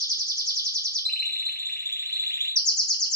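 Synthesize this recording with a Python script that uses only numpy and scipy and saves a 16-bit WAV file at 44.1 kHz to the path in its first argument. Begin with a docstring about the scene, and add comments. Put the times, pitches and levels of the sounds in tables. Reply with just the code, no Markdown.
"""A caged canary sings in a small hard-walled kitchen, a metre from a two-port microphone.
Falling whistles come first, then a fast two-note roll, then wider falling whistles.
Each note is a sine on a gliding pitch with faint harmonics; dense random echoes smear it.
Filtered noise makes the quiet floor beneath, in which a soft low rumble swells twice.
A slow gain control turns the loud passages down."""
import sys
import numpy as np
from scipy import signal
from scipy.fft import rfft, irfft, next_fast_len
from scipy.io import wavfile
from scipy.ndimage import uniform_filter1d

SR = 44100
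rng = np.random.default_rng(int(sys.argv[2]) if len(sys.argv) > 2 else 0)


def log_audio(samples):
    """Write samples as a 16-bit WAV file to the path given in sys.argv[1]."""
    # one column per channel
    frames = np.atleast_2d(samples).T
    # limit to full scale, then quantise
    limited = np.clip(frames, -1, 1)
    pcm = np.round(limited * 32767).astype(np.int16)
    wavfile.write(sys.argv[1], SR, pcm)


def elevation(decibels):
    """Turn decibel levels (scalar or array-like) into linear amplitude ratios."""
    levels = np.asarray(decibels, float)
    return 10 ** (levels / 20)


N = 138915
PAD = 8820  # samples of lead-in, so that notes and echoes can begin before the start


def read(points, hz):
    """A spectral curve given at a few points is interpolated on a logarithmic frequency axis."""
    f, value = np.transpose(points)
    return np.interp(np.log(hz + 1), np.log(f + 1), value)


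def pair(a, b, alike):
    """Correlation between two channels: the right spectrum shares the part alike with the left."""
    c = np.clip(alike, -1, 1)
    return np.array([a, c * a + np.sqrt(1 - c ** 2) * b])


def add(mix, s, sound):
    """Superposition: a sound is summed into the mix from s seconds on."""
    part = mix[PAD + round(s * SR):][:len(sound)]
    part += sound[:len(part)]


def whistle(hz, db, rise_s, end_s, overtones_db, weak_db=0):
    """Phase is the integral of frequency; harmonics fade first where the voice is weak."""
    t = np.arange(len(hz)) / SR
    phase = 2 * np.pi * np.cumsum(hz) / SR
    ramp = np.clip(np.minimum(t / rise_s, t[::-1] / end_s), 0, 1)
    strength = elevation(weak_db) * np.sin(np.pi / 2 * ramp) ** 2
    tone = 0
    for k, overtone_db in enumerate([0, *overtones_db], start=1):
        tone = tone + elevation(overtone_db) * strength ** k * np.sin(k * phase)
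    return elevation(db) * tone


def falls():
    """Linear frequency glides fall, weaken below a knee and ease out at the bottom pitch."""
    # Each row: time in seconds at which the straight glide passes pass_hz, level in dB, top pitch in Hz,
    # fall in Hz per second, gain in dB reached towards the low end.
    glides = [(-.17, -45, 7670, 70000, -9), (-.078, -26, 7200, 69520, -11.5), (.013, -28, 7270, 71030, -8),
              (0.103, -25.5, 7100, 69900, -16), (0.199, -27.5, 7260, 69600, -27),
              (0.288, -28.5, 7450, 70000, -9), (.382, -28.5, 7130, 70500, -13.5),
              (.476, -27, 7390, 70100, -9.5), (0.567, -28, 7390, 69100, 1),
              (0.659, -28, 7250, 71500, -13.5), (0.755, -28, 7180, 71100, -9.5),
              (0.853, -29, 7246, 72300, -16.5), (0.956, -30, 7360, 67100, 1),
              (2.567, -22.5, 6190, 72200, -3.5), (2.682, -20.5, 7430, 62000, -9),
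              (2.793, -21, 7436, 63600, -16.5), (2.906, -22, 7440, 63500, -1), (3.023, -24, 7287, 63000, 5),
              (3.136, -25, 7610, 63000, -12)]
    # Strength along the glide, one list for each phrase. Each row: pitch in Hz, gain in dB.
    phrase_strength = ([(3000, -7), (3600, 1), (4250, -1.5), (4600, -0.5), (5900, 0), (6300, -8.5),
                       (7300, -17)], [(3000, 0.5), (3250, -24), (3850, -23.5), (4200, -2), (5000, 0.8),
                       (6500, 2.1), (7400, -7)])
    second_phrase_s, pass_hz = 2.5, 5500
    bottom_hz, ease_hz = 3009, 143
    knee_hz, knee_width_hz = 4240, 2850
    rise_s, end_s = 0.0036, 0.0026
    out = np.zeros(PAD + N)
    for s, db, top_hz, fall, low_db in glides:
        t = np.arange(0, (top_hz - bottom_hz) / fall + end_s, 1 / SR)
        straight_hz = top_hz - bottom_hz - fall * t
        hz = bottom_hz + ease_hz * np.logaddexp(0, straight_hz / ease_hz)
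        weak_db = read(phrase_strength[int(s > second_phrase_s)], hz)
        weak_db = weak_db + low_db * np.clip((knee_hz - hz) / knee_width_hz, 0, 1)
        start_s = max(s - (top_hz - pass_hz) / fall, -PAD / SR)
        add(out, start_s, whistle(hz, db, rise_s, end_s, [-30.5, -32.5], weak_db))
    return out


def tails():
    """Reverberation: two unrelated sparse echo trains, each band decaying at its own rate."""
    # Each row: frequency in Hz, time in seconds to decay by 60 dB.
    decay = [(1500, 0.64), (3000, 0.37), (5000, 0.54), (7000, 0.25), (12000, 0.61)]
    room_db, early_db, early_s = 6, -9.5, 0.011  # energies in dB, then early decay time
    t = np.arange(SR // 2) / SR
    taps = rng.standard_normal((2, len(t)))
    taps = taps * (rng.random((2, len(t))) < .1) * (t > .002)
    hz, frame_s, z = signal.stft(taps, SR, nperseg=128)
    z = z * elevation(-60 * frame_s / read(decay, hz)[:, None])
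    tail = signal.istft(z, SR, nperseg=128)[1][:, :len(t)]
    tail = tail / np.linalg.norm(tail, axis=1)[:, None]
    early = taps * np.exp(-t / early_s)
    early = early / np.linalg.norm(early, axis=1)[:, None]
    return elevation(room_db) * tail + elevation(early_db) * early


def heard(song):
    """Convolution: direct sound plus echoes that change as the bird turns, through both ports."""
    # Beak, cage and microphone colour. Each row: frequency in Hz, gain in dB.
    colour = [(1100, 1.5), (1600, -2.5), (2200, -2), (2900, 3.5), (3400, 1.5), (3800, -4), (4400, 0.5),
              (5000, 5), (6000, 0), (7000, -5), (7700, -7), (8300, -14), (8800, -30), (9500, 0.5),
              (11500, -13.5), (12700, -24.5), (13600, -6.5), (15500, -20.5)]
    # Difference between the ports. Each row: frequency in Hz, left minus right in dB.
    ports = [(2000, 1.5), (5600, -1.5), (6500, 7), (7500, 11), (10000, 7.5), (14000, 10.5)]
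    # Likeness of the two ports. Each row: frequency in Hz, correlation from -1 to 1.
    likeness = [(2000, -0.29), (2500, 1), (2900, -0.79), (3200, -0.97), (3600, -0.95), (3900, -0.94),
                (4150, 0.84), (4600, -0.0022)]
    # Direct sound as the bird turns. Each row: time in seconds, gain in dB.
    facing = [(0, -3), (.4, -2), (1.001, 4), (1.3, 2.5), (1.699, -0.5), (2.452, 0.5), (2.601, 3),
              (3.15, 3.5)]
    lag_s, turn_hz = .00004, 0.586  # lag of the unlike direct part; half cycles of the echo blend per second
    size = next_fast_len(len(song) + SR // 2)
    hz = np.fft.rfftfreq(size, 1 / SR)
    alike = read(likeness, hz)
    s = (np.arange(len(song)) - PAD) / SR
    direct = song * elevation(np.interp(s, *np.transpose(facing)))
    z = rfft(direct, size) * pair(hz * 0 + 1, np.exp(-2j * np.pi * hz * lag_s), alike)
    turn = np.pi * turn_hz * np.arange(len(song)) / SR
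    for k in range(3):
        # the squares of the three shares always sum to one
        share = np.sqrt(2 / 3) * np.cos(turn + k * np.pi / 3)
        z = z + rfft(song * share, size) * pair(*rfft(tails(), size), alike)
    z = z * elevation(read(colour, hz) + np.outer([.5, -.5], read(ports, hz)))
    return irfft(z, size)[:, PAD:PAD + N]


def floor():
    """Filtered noise: quiet house hum and microphone hiss, with two swells of soft low rumble."""
    # Each row: frequency in Hz, spectral gain in dB.
    hum = [(15, -66), (25, -36), (134, -3), (179, -8), (414, -11), (573, -10), (618, -9), (889, -12),
           (978, -10), (2400, -13), (3120, -44), (5280, -120)]
    # Each row: frequency in Hz, correlation of left and right.
    likeness = [(40, 1), (120, 0.5), (340, 0.76), (800, 0.12), (1500, 0.19)]
    # Each row: centre in seconds, half width in seconds, peak gain in dB on the low band.
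    swells = [(.19, 0.16, 12), (1.308, 0.11, 11.5)]
    floor_db, hiss_db = -69.5, -79  # rms of the channel mean without swells; hiss against 0 dB of the hum curve
    hz, t = np.fft.rfftfreq(N, 1 / SR), np.arange(N) / SR
    z = pair(*rfft(rng.standard_normal((2, N))), read(likeness, hz))
    x = irfft(z * (elevation(read(hum, hz)) + elevation(hiss_db)), N)
    band = signal.butter(2, (233, 523), "bandpass", fs=SR, output="sos")
    low = signal.sosfilt(band, x)
    swell_db = sum(db * np.exp(-((t - s) / half) ** 2) for s, half, db in swells)
    swell = elevation(swell_db) - 1
    return elevation(floor_db) * (x + swell * low) / x.mean(0).std()


def roll():
    """Exponential pitch relaxation: two voices scoop upward and settle on their end pitches."""
    # Each row: syllable time in seconds, low note level in dB, high note level in dB.
    syllables = [(1.024, -68, -23), (1.095, -37.5, -23.5), (1.162, -35, -24.5), (1.225, -33, -22),
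                 (1.295, -40.5, -24), (1.360, -41.5, -25.5), (1.426, -42.5, -24), (1.491, -40, -30),
                 (1.561, -42.5, -27), (1.628, -45, -26), (1.695, -41, -28), (1.765, -41, -29.5),
                 (1.829, -43, -27.5), (1.895, -43, -27), (1.964, -43.5, -28.5), (2.031, -42, -29.5),
                 (2.099, -42, -25.5), (2.167, -43, -25.5), (2.237, -41, -25.5), (2.308, -39, -27.5),
                 (2.380, -40, -23.5), (2.451, -40.5, -27)]
    # Each row: time in seconds, pitch factor of the high notes, twin level in dB against the high note,
    # seconds of scoop left unvoiced.
    drift = [(1.051, 1.006, -13, 0.0037), (1.25, 0.98, -8.5, 0.0027), (1.399, .99, -8.5, .001),
             (1.903, 0.96, -5, .0005), (2.151, 0.97, -3, 0.00056), (2.35, .955, -6, .0005),
             (2.5, 0.97, -5.5, 0.00058)]
    # Low note, high note, and the other voice's twin, which repeats the high pitch with the next low note.
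    # Each: offset in seconds, length in seconds, start pitch in Hz, end pitch in Hz, settling time in seconds.
    low, high, twin = (-.007, .024, 1200, 3100, .006), (.024, .023, 3300, 4200, .009), (0.055, 0.022, 3300, 4150, 0.008)
    wobble = 0.01234  # relative pitch scatter from note to note
    rise_s, end_s = .003, .005
    out = np.zeros(PAD + N)
    scatter = 1 + wobble * rng.standard_normal((len(syllables), 3))
    at, pitch, twin_gain, unvoiced = np.transpose(drift)
    for (s, low_db, high_db), (a, b, c) in zip(syllables, scatter):
        up = np.interp(s, at, pitch)
        late = max(np.interp(s, at, unvoiced), 0)
        twin_db = high_db + np.interp(s, at, twin_gain)
        notes = [(high, high_db, b * up, [-19.5, -28.5, -27.5]),
                 (low, low_db, a, [-26, -34]),
                 (twin, twin_db, c * up, [-25])]
        for (offset, length, from_hz, to_hz, settle), db, factor, overtones_db in notes:
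            t = np.arange(late, length, 1 / SR)
            hz = factor * (to_hz + (from_hz - to_hz) * np.exp(-t / settle))
            add(out, s + offset + late, whistle(hz, db, rise_s, end_s, overtones_db))
    return out


def scene():
    """Superposition of the song, heard through the room, and the floor."""
    return heard(falls() + roll()) + floor()


def top_cut(x):
    """Nothing passes above the cut-off."""
    return signal.sosfilt(signal.butter(12, 15800, fs=SR, output="sos"), x)


def record(dry):
    """Level compression: slow gain control removes a share of the decibels above a threshold."""
    level_db, squeeze, follow_s = -28, 0.56, 0.13  # threshold, share removed, averaging time
    half = int(follow_s * SR / 2)
    # the shifted window averages past power only
    power = uniform_filter1d((dry ** 2).mean(0), 2 * half + 1, origin=half)
    power_db = 10 * np.log10(abs(power) + 1e-12)
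    mix = dry / elevation(squeeze * np.maximum(power_db - level_db, 0))
    return top_cut(mix)


dry = scene()
out = record(dry)
log_audio(out)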